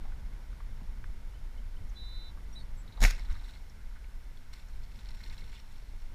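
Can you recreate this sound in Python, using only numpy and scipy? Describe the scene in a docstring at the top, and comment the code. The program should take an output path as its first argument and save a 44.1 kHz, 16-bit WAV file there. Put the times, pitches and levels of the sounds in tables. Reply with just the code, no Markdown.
"""A compound bow is shot into the shallows from a reedy bank, heard from a camera worn by the archer.
Wind rumbles on the microphone throughout, and the archer's gear ticks. From 1.3 s a bird chips,
whistles and chatters in the reeds. At 3 s the string snaps forward: the recoil swings the camera,
line zips out after the arrow, and the bow clacks and shudders. Spray falls back in slaps and drops,
and from 4.5 s the water is churned up near the bank, trickling and lapping to the end."""
import sys
import numpy as np
from scipy import signal
from scipy.fft import rfft, irfft
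from scipy.io import wavfile

SR = 44100
rng = np.random.default_rng(int(sys.argv[2]) if len(sys.argv) > 2 else 0)


def inscribe(sig):
    """Save sig as 16-bit PCM at rate SR to the path in sys.argv[1].

    A 1-D sig is mono; a 2-D sig holds one channel per row.
    Samples are clipped to [-1, 1] before scaling.
    """
    pcm = np.round(np.clip(np.atleast_2d(sig).T, -1, 1) * 32767)
    wavfile.write(sys.argv[1], SR, pcm.astype(np.int16))


N = 270814
T = np.arange(N) / SR


def from_db(db):
    return 10 ** (np.asarray(db) / 20)


def rms_one(x):
    return x / np.sqrt(np.mean(x ** 2) + 1e-20)


def phase_of(hz):
    return 2 * np.pi * np.cumsum(hz) / SR


def automation(rows):
    """One curve per column, ramping between timed breakpoints."""
    times, *columns = np.transpose(rows)
    return [np.interp(T, times, column) for column in columns]


def fade(age, t60):
    """A decay that starts at age 0."""
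    return (age >= 0) * np.exp(-np.log(1000) * np.clip(age / t60, 0, 10))


def envelope(start_s, attack_s, t60, hold_s=0):
    """A smooth attack, a hold and a decay."""
    rise = np.sin(np.pi / 2 * np.clip((T - start_s) / attack_s, 0, 1)) ** 2
    return rise * fade(np.maximum(T - start_s - attack_s - hold_s, 0), t60)


def drift(rate_hz):
    """A smooth random modulator; rms 1."""
    hz = np.arange(N // 2 + 1) * SR / N
    return rms_one(irfft(rfft(rng.standard_normal(N)) / (1 + (hz / rate_hz) ** 2), N))


def equalise(x, curve):
    """Apply an EQ curve that rolls off beyond its ends; rms 1."""
    hz = np.maximum(np.arange(N // 2 + 1) * SR / N, 1)
    points, db = np.transpose(curve)
    skirts = np.minimum(1, np.minimum(hz / points[0], points[-1] / hz)) ** 3
    gain = from_db(np.interp(np.log(hz), np.log(points), db))
    return rms_one(irfft(rfft(x) * skirts * gain, N))


def noise(curve):
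    return equalise(rng.standard_normal(N), curve)


def grains(per_s, spread_db):
    """Random clicks of uneven size."""
    sizes = from_db(spread_db * np.minimum(rng.exponential(1, N), 4))
    return sizes * rng.choice([-1, 1], N) * (rng.random(N) < per_s / SR)


def pole_pair(hz, width_hz):
    r = np.exp(-np.pi * width_hz / SR)
    return np.array([1, -2 * r * np.cos(2 * np.pi * hz / SR), r * r])


def resonance(x, hz, width_hz):
    """A two-pole band-pass with unity gain at its peak."""
    poles = pole_pair(hz, width_hz)
    return signal.lfilter(np.array([1, 0, -1]) * (1 - poles[2]) / 2, poles, x)


def small_hit(start_s, peak_db, hz, t60, breadth, size=16384):
    """A noise burst around one pitch; longer ones also have a softer attack."""
    out, age = np.zeros(N + size), np.arange(size) / SR
    burst = rng.standard_normal(size) * (fade(age, t60) - fade(age, t60 / 10))
    hit = resonance(resonance(burst, hz, breadth * hz), hz, 2 * breadth * hz)
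    start = int(start_s * SR)
    out[start:start + size] = from_db(peak_db) * hit / np.abs(hit).max()
    return out[:N]


# resonances of the camera case: f/Hz, width/Hz, boost/dB
CASE_PEAKS = [(920, 87, 7), (1503, 57, 4), (1983, 67, 4.5), (2155, 69, 6.5), (3510, 52, 4.5),
              (4240, 110, 2.5), (5440, 200, 7.5), (6740, 320, 2.5)]

def in_case(x, depth=1):
    """The camera case rings along and colours the sound."""
    return x + depth * sum((from_db(db) - 1) * resonance(x, hz, width) for hz, width, db in CASE_PEAKS)


# wind strength, easing as the archer lowers the bow: t/s, level/dB
WIND_STRENGTH = [(0, 0), (0.9, -1.1), (1.75, -2), (2.4, -1), (3.3, -0.5), (3.65, -4.5), (4.5, -4.5),
                 (5.3, -3), (5.7, -5), (6.14, -3)]
# gusts that buffet the microphone: t/s, boost/dB
GUSTS = [(0.15, 2.5), (1.14, 4.5), (3.3, 11), (3.92, 5.5), (4.8, 9.5)]
# EQ of the deep rumble, the smaller eddies and the airy bed: f/Hz, level/dB
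RUMBLE_EQ = [(15, 6.5), (30, 1), (42, -2), (60, -10), (90, -28.5)]
EDDY_EQ = [(60, -3.5), (85, 1), (115, -6.5), (150, -11.5), (240, -14.5), (310, -26.5), (480, -31)]
AIR_EQ = [(200, 3), (480, -0.5), (880, -2), (1120, -3.5), (1500, -1.5), (1750, -4), (2200, -3.5),
          (2500, -7.5), (4000, -9.5), (5500, -12.5), (8000, -16.5), (12000, -17), (15500, -22.5)]

def wind():
    """Lumpy rumble on the microphone over the even rustle of reeds and ripples."""
    strength_db, = automation(WIND_STRENGTH)
    gust_db = sum(db * np.exp(-((T - s) / 0.059) ** 2) for s, db in GUSTS)
    rumble = noise(RUMBLE_EQ) * from_db(-37 + strength_db + gust_db)
    eddies = noise(EDDY_EQ) * from_db(-51.5 + 1.32 * strength_db + 0.083 * gust_db + 1.7 * drift(4.8))
    air = rms_one(in_case(noise(AIR_EQ), depth=0.54))
    low_air = signal.sosfilt(signal.butter(1, 2000, fs=SR, output="sos"), air)
    # the rustle rides the breeze, the top hiss stays level
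    rustle = low_air * from_db(-60 + 0.76 * strength_db + 0.74 * drift(23))
    hiss = (air - low_air) * from_db(-62.5)
    return rumble + eddies + rustle + hiss


# dull, close ticks and rubs: t/s, peak level/dB, f/Hz, t60/s
GEAR_TICKS = [(0.04, -51, 790, 0.33), (0.12, -49, 1380, 0.013), (0.529, -51, 1300, 0.017),
              (0.6015, -46, 1150, 0.027), (0.8, -53, 850, 0.18), (0.81, -44.5, 170, .12),
              (1.040, -42, 1310, 0.022), (2.372, -49, 1070, 0.08), (2.973, -45, 816, 0.081),
              (3.68, -55, 514, 0.014), (5.422, -57, 450, 0.01), (5.824, -54.5, 403, 0.011),
              (5.935, -53.5, 402, 0.013)]

def gear():
    """Bow, glove and clothes tick and rub as the archer moves."""
    ticks = sum(small_hit(s, db, hz, t60, breadth=0.41) for s, db, hz, t60 in GEAR_TICKS)
    return in_case(ticks, depth=0.1)


# chips and thin notes: t/s, length/s, first f/Hz, last f/Hz, level/dB, buzz/0-1
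BIRD_NOTES = [(1.338, .025, 2900, 3100, -65, 0), (1.575, .022, 2900, 3220, -63, 0),
              (1.766, 0.0098, 2900, 3200, -58.5, 0), (1.893, 0.014, 6900, 5400, -61, 0),
              (2.524, 0.024, 5720, 5640, -58, 0), (2.513, .12, 8650, 8780, -71.5, 0),
              (2.552, 0.016, 3650, 3900, -55, 0.1), (2.557, .034, 3980, 3900, -47.5, 0.17),
              (2.582, .055, 4260, 4330, -59.5, 1), (2.582, .04, 3800, 3700, -59, 1),
              (2.767, 0.06, 7700, 7630, -64.5, 0)]

def bird_chips(buzz_hz=98, swing_hz=160):
    """Short glides from the reeds, some with a buzz that swings level and pitch together."""
    out = np.zeros(N)
    for s, length, first_hz, last_hz, db, buzz in BIRD_NOTES:
        progress = np.linspace(0, 1, int(length * SR))
        flutter = buzz * np.cos(2 * np.pi * buzz_hz * length * progress)
        pitch = first_hz + (last_hz - first_hz) * progress + swing_hz * flutter
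        arch = np.sqrt(4 * progress * (1 - progress))
        start = int(s * SR)
        out[start:start + len(arch)] += from_db(db) * arch * (1 + flutter / 2) * np.sin(phase_of(pitch))
    return out


# pitch line of the whistle: t/s, upper voice f/Hz, gap down to the lower voice/Hz
WHISTLE_PITCH = [(1.945, 4120, 720), (1.97, 3960, 428), (2.003, 3953, 198), (2.04, 3950, 285),
                 (2.11, 3984, 323), (2.2, 4000, 312), (2.29, 3970, 343), (2.315, 3910, 300)]

def bird_whistle(start_s=1.94, length_s=0.376, attack_s=0.032, release_s=0.03, sag_db_per_s=7.5):
    """Two voices at once, the lower sliding up into place; their mixing adds a faint tone above."""
    age = T - start_s
    upper_hz, gap_hz = automation(WHISTLE_PITCH)
    upper = phase_of(upper_hz + 9 * drift(60))
    beat = phase_of(gap_hz + 14 * drift(40))
    voices = np.sin(upper) + from_db(-6.5) * np.sin(upper - beat) - from_db(-20) * np.sin(upper + beat)
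    attack = np.clip(age / attack_s, 0, 1) ** 2
    release = np.clip((length_s - age) / release_s, 0, 1)
    return from_db(-50.5 - sag_db_per_s * age + 0.73 * drift(40)) * attack * release * voices


def bird_chatter(start_s=2.875, gap_s=0.047):
    """A dry run of evenly spaced, raspy notes."""
    times = start_s + gap_s * np.arange(15)
    return sum(small_hit(s, peak_db=-52, hz=3890, t60=0.093, breadth=0.13) for s in times)


def recoil(start_s=2.9855, swing_hz=31.9):
    """The recoil swings arm and camera: a few cycles of sub, more felt than heard."""
    swing = np.sin(2 * np.pi * swing_hz * (T - start_s))
    return from_db(-14) * envelope(start_s, attack_s=0.05, t60=0.34, hold_s=0.0234) * swing


# bright EQ of the line's zip, shared by the bow's crack: f/Hz, level/dB
BRIGHT_EQ = [(1500, 3.5), (3000, -7), (3600, 1.5), (4700, 0), (5500, -0.5), (6800, -0.5), (7800, -8),
             (10000, -8), (12000, -9), (15500, -17)]

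def line():
    """A grainy zip: the arrow speeds up over its rest, then the line pays out ever more slowly."""
    zip_grains = equalise(grains(per_s=7100, spread_db=5), BRIGHT_EQ)
    return from_db(-35) * envelope(2.996, attack_s=0.05, t60=0.22) * rms_one(in_case(zip_grains))


def strike(times, levels_db, modes, uneven_db=0.8):
    """Each contact sets every mode ringing with a strength of its own."""
    out = np.zeros(N)
    for hz, db, t60 in modes:
        clicks = np.full(N, 1e-18)
        scatter_db = uneven_db * rng.standard_normal(len(times))
        clicks[np.round(times * SR).astype(int)] = from_db(levels_db + db + scatter_db)
        r, w = np.exp(-np.log(1000) / (t60 * SR)), 2 * np.pi * hz / SR
        out += signal.lfilter([0, np.sin(w)], [1, -2 * r * np.cos(w), r * r], clicks)
    return out


def disperse(x, hz, width_hz):
    """Bending waves near hz arrive late, smearing a blow over a millisecond or two."""
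    poles = pole_pair(hz, width_hz)
    return signal.lfilter(poles[::-1], poles, x)


def bursts(times, levels_db, t60):
    """The summed envelope of sudden, dying bursts."""
    return sum(from_db(db) * fade(T - s, t60) for s, db in zip(times, levels_db))


# hits of string, cams, arrow and stop, with a send to each layer: t/s, thud/dB, clack/dB, crack/dB
BOW_CONTACTS = [(3.0050, -38, -58, -38.5), (3.0165, -46, -56, -33), (3.0216, -25.5, -38, -56),
                (3.0265, -26.5, -37, -25), (3.0346, -26.5, -25, -53), (3.0368, -27, -45, -25),
                (3.039, -21.5, -15.5, -29), (3.0497, -24, -12.5, -30), (3.1028, -67, -42, -37),
                (3.1078, -41, -35, -31)]
# low modes of limbs and string: f/Hz, level/dB, t60/s
LIMB_MODES = [(89, -5, 0.069), (121, -11, 0.059), (210, -7, 0.035), (352, -21, 0.032), (505, -15, 0.014),
              (710, -4, 0.014), (750, -17, 0.024), (910, -21.5, 0.058)]
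# hard modes of the riser and its fittings: f/Hz, level/dB, t60/s
RISER_MODES = [(1420, -24, 0.0044), (1610, -16, 0.028), (1840, -17.5, 0.043), (1926, -10.5, 0.025),
               (2080, -21, 0.05), (2180, -17, 0.058), (2270, -4.5, 0.013), (2610, -15.5, 0.025)]
# EQ of the buzzing tail: f/Hz, level/dB
SHUDDER_EQ = [(200, -9), (500, -7), (900, -10.5), (1100, -13), (1600, -3), (2200, -1), (2600, -0.5),
              (3000, -12), (5000, -10), (9000, -21)]

def bow():
    """String and cams beat on the limbs, the string hits its stop, and the fittings go on buzzing."""
    times, thud_db, clack_db, crack_db = np.transpose(list(BOW_CONTACTS) + rattle(count=5))
    thud = strike(times, thud_db, LIMB_MODES)
    riser = disperse(strike(times, clack_db, RISER_MODES), hz=2000, width_hz=1000)
    clack = resonance(riser, hz=2030, width_hz=1500)   # the riser radiates best in the upper mids
    crack = rms_one(in_case(noise(BRIGHT_EQ))) * bursts(times, crack_db - 3, t60=0.022)
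    buzz = equalise(grains(per_s=3500, spread_db=1), SHUDDER_EQ)
    shudder = rms_one(in_case(buzz)) * bursts(times, clack_db - 30, t60=0.33)
    return thud + clack + crack + shudder


def rattle(count, start_s=3.031, gap_s=0.0075, jitter_s=0.000915):
    """Loose fittings rattle as the limbs spring forward: extra rows for BOW_CONTACTS."""
    times = start_s + gap_s * np.arange(count) + jitter_s * rng.standard_normal(count)
    return [(s, -30.5, -38, -34) for s in times]


def plunge(peak_s=3.27, swell_s=0.27):
    """The arrow's hole in the water closes with a dull gurgle."""
    gurgle = rms_one(resonance(grains(per_s=1100, spread_db=6), hz=1300, width_hz=960))
    return in_case(from_db(-64.5) * gurgle * np.exp(-((T - peak_s) / swell_s) ** 2))


# spray falls back, then the water is churned by the bank: t/s, attack/s, level/dB, t60/s
SPLASHES = [(3.13, 0.066, -61, 0.59), (3.285, 0.029, -64, 0.7), (3.425, 0.023, -61, 1),
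            (4.515, 0.03, -61.5, 0.34), (4.9, 0.18, -67, 0.75), (5.11, 0.14, -62, .9),
            (5.5, 0.038, -66, .35)]
# EQ of the patter: f/Hz, level/dB
SPRAY_EQ = [(500, -25), (900, -2.5), (1400, -3), (2100, -2), (2700, -0.5), (3200, -4), (4100, 2.5),
            (5000, -7.5), (5600, -4.5), (6400, -13), (7500, -6.5), (10000, -14), (15000, -16)]

def spray():
    """Tiny drops patter down in clumps with each splash, and the stirred water goes on trickling."""
    spatter = grains(per_s=900, spread_db=3.5) + 0.45 * grains(per_s=3500, spread_db=2.5)
    # droplets trap bubbles that ring for about ten cycles, each at its own pitch
    bubbles = sum(resonance(grains(per_s=25, spread_db=3.5), hz, hz / 14) / hz ** 0.5
                  for hz in np.geomspace(1500, 8000, 16))
    droplets = equalise(rms_one(spatter) + 0.5 * rms_one(bubbles), SPRAY_EQ)
    patter = rms_one(in_case(droplets, depth=1.5))
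    splashes = sum(from_db(db) * envelope(s, attack_s, t60) for s, attack_s, db, t60 in SPLASHES)
    trickle = from_db(-68) * envelope(3.74, attack_s=1.92, t60=3.8)
    clumps = from_db(3 * drift(40))
    return patter * (splashes + trickle) * clumps


# midrange accents in the splashes: t/s, peak level/dB, f/Hz
WATER_SLAPS = [(3.18, -50, 2020), (3.295, -49, 1350), (3.349, -49, 1500), (3.956, -52.5, 1400),
               (5.199, -56, 1870), (5.3, -50, 2080), (5.525, -52, 2180), (5.552, -50, 2930),
               (5.574, -54, 2170)]

def slaps():
    """Heavy slaps of water, each a broad burst with a short tail."""
    return in_case(sum(small_hit(s, db, hz, t60=0.13, breadth=0.39) for s, db, hz in WATER_SLAPS))


# bright plinks on top: t/s, peak level/dB, f/Hz
WATER_DROPS = [(3.327, -52.5, 6050), (3.697, -52.5, 5570), (4.042, -53, 2380), (4.372, -52.5, 3650),
               (4.685, -55, 6500), (4.836, -53, 4230), (5.057, -49.5, 3700), (5.088, -46, 4130),
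               (5.235, -57, 4040), (5.298, -45, 4100), (5.379, -43, 3960), (5.439, -52, 3700)]

def drops():
    """Larger single drops land and stand out of the patter."""
    return in_case(sum(small_hit(s, db, hz, t60=0.023, breadth=0.25) for s, db, hz in WATER_DROPS))


def lapping():
    """The stirred water laps on in a soft, narrow band of grains."""
    ripples = rms_one(resonance(grains(per_s=440, spread_db=3.5), hz=1520, width_hz=170))
    return from_db(-70) * envelope(3.7, attack_s=0.12, t60=10) * ripples


def scene():
    """The mono mix of shot, water, gear, birds and wind."""
    shot = bow() + recoil() + line()
    water = spray() + plunge() + lapping() + slaps() + drops()
    return (shot + water + gear() + bird_chips() + bird_whistle() + bird_chatter() + wind())[None]


def record(dry):
    """A steep high cut takes off the very top."""
    cutoff_hz = 15450
    return signal.sosfilt(signal.ellip(12, 0.1, 90, cutoff_hz, fs=SR, output="sos"), dry)


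dry = scene()
out = record(dry)
inscribe(out)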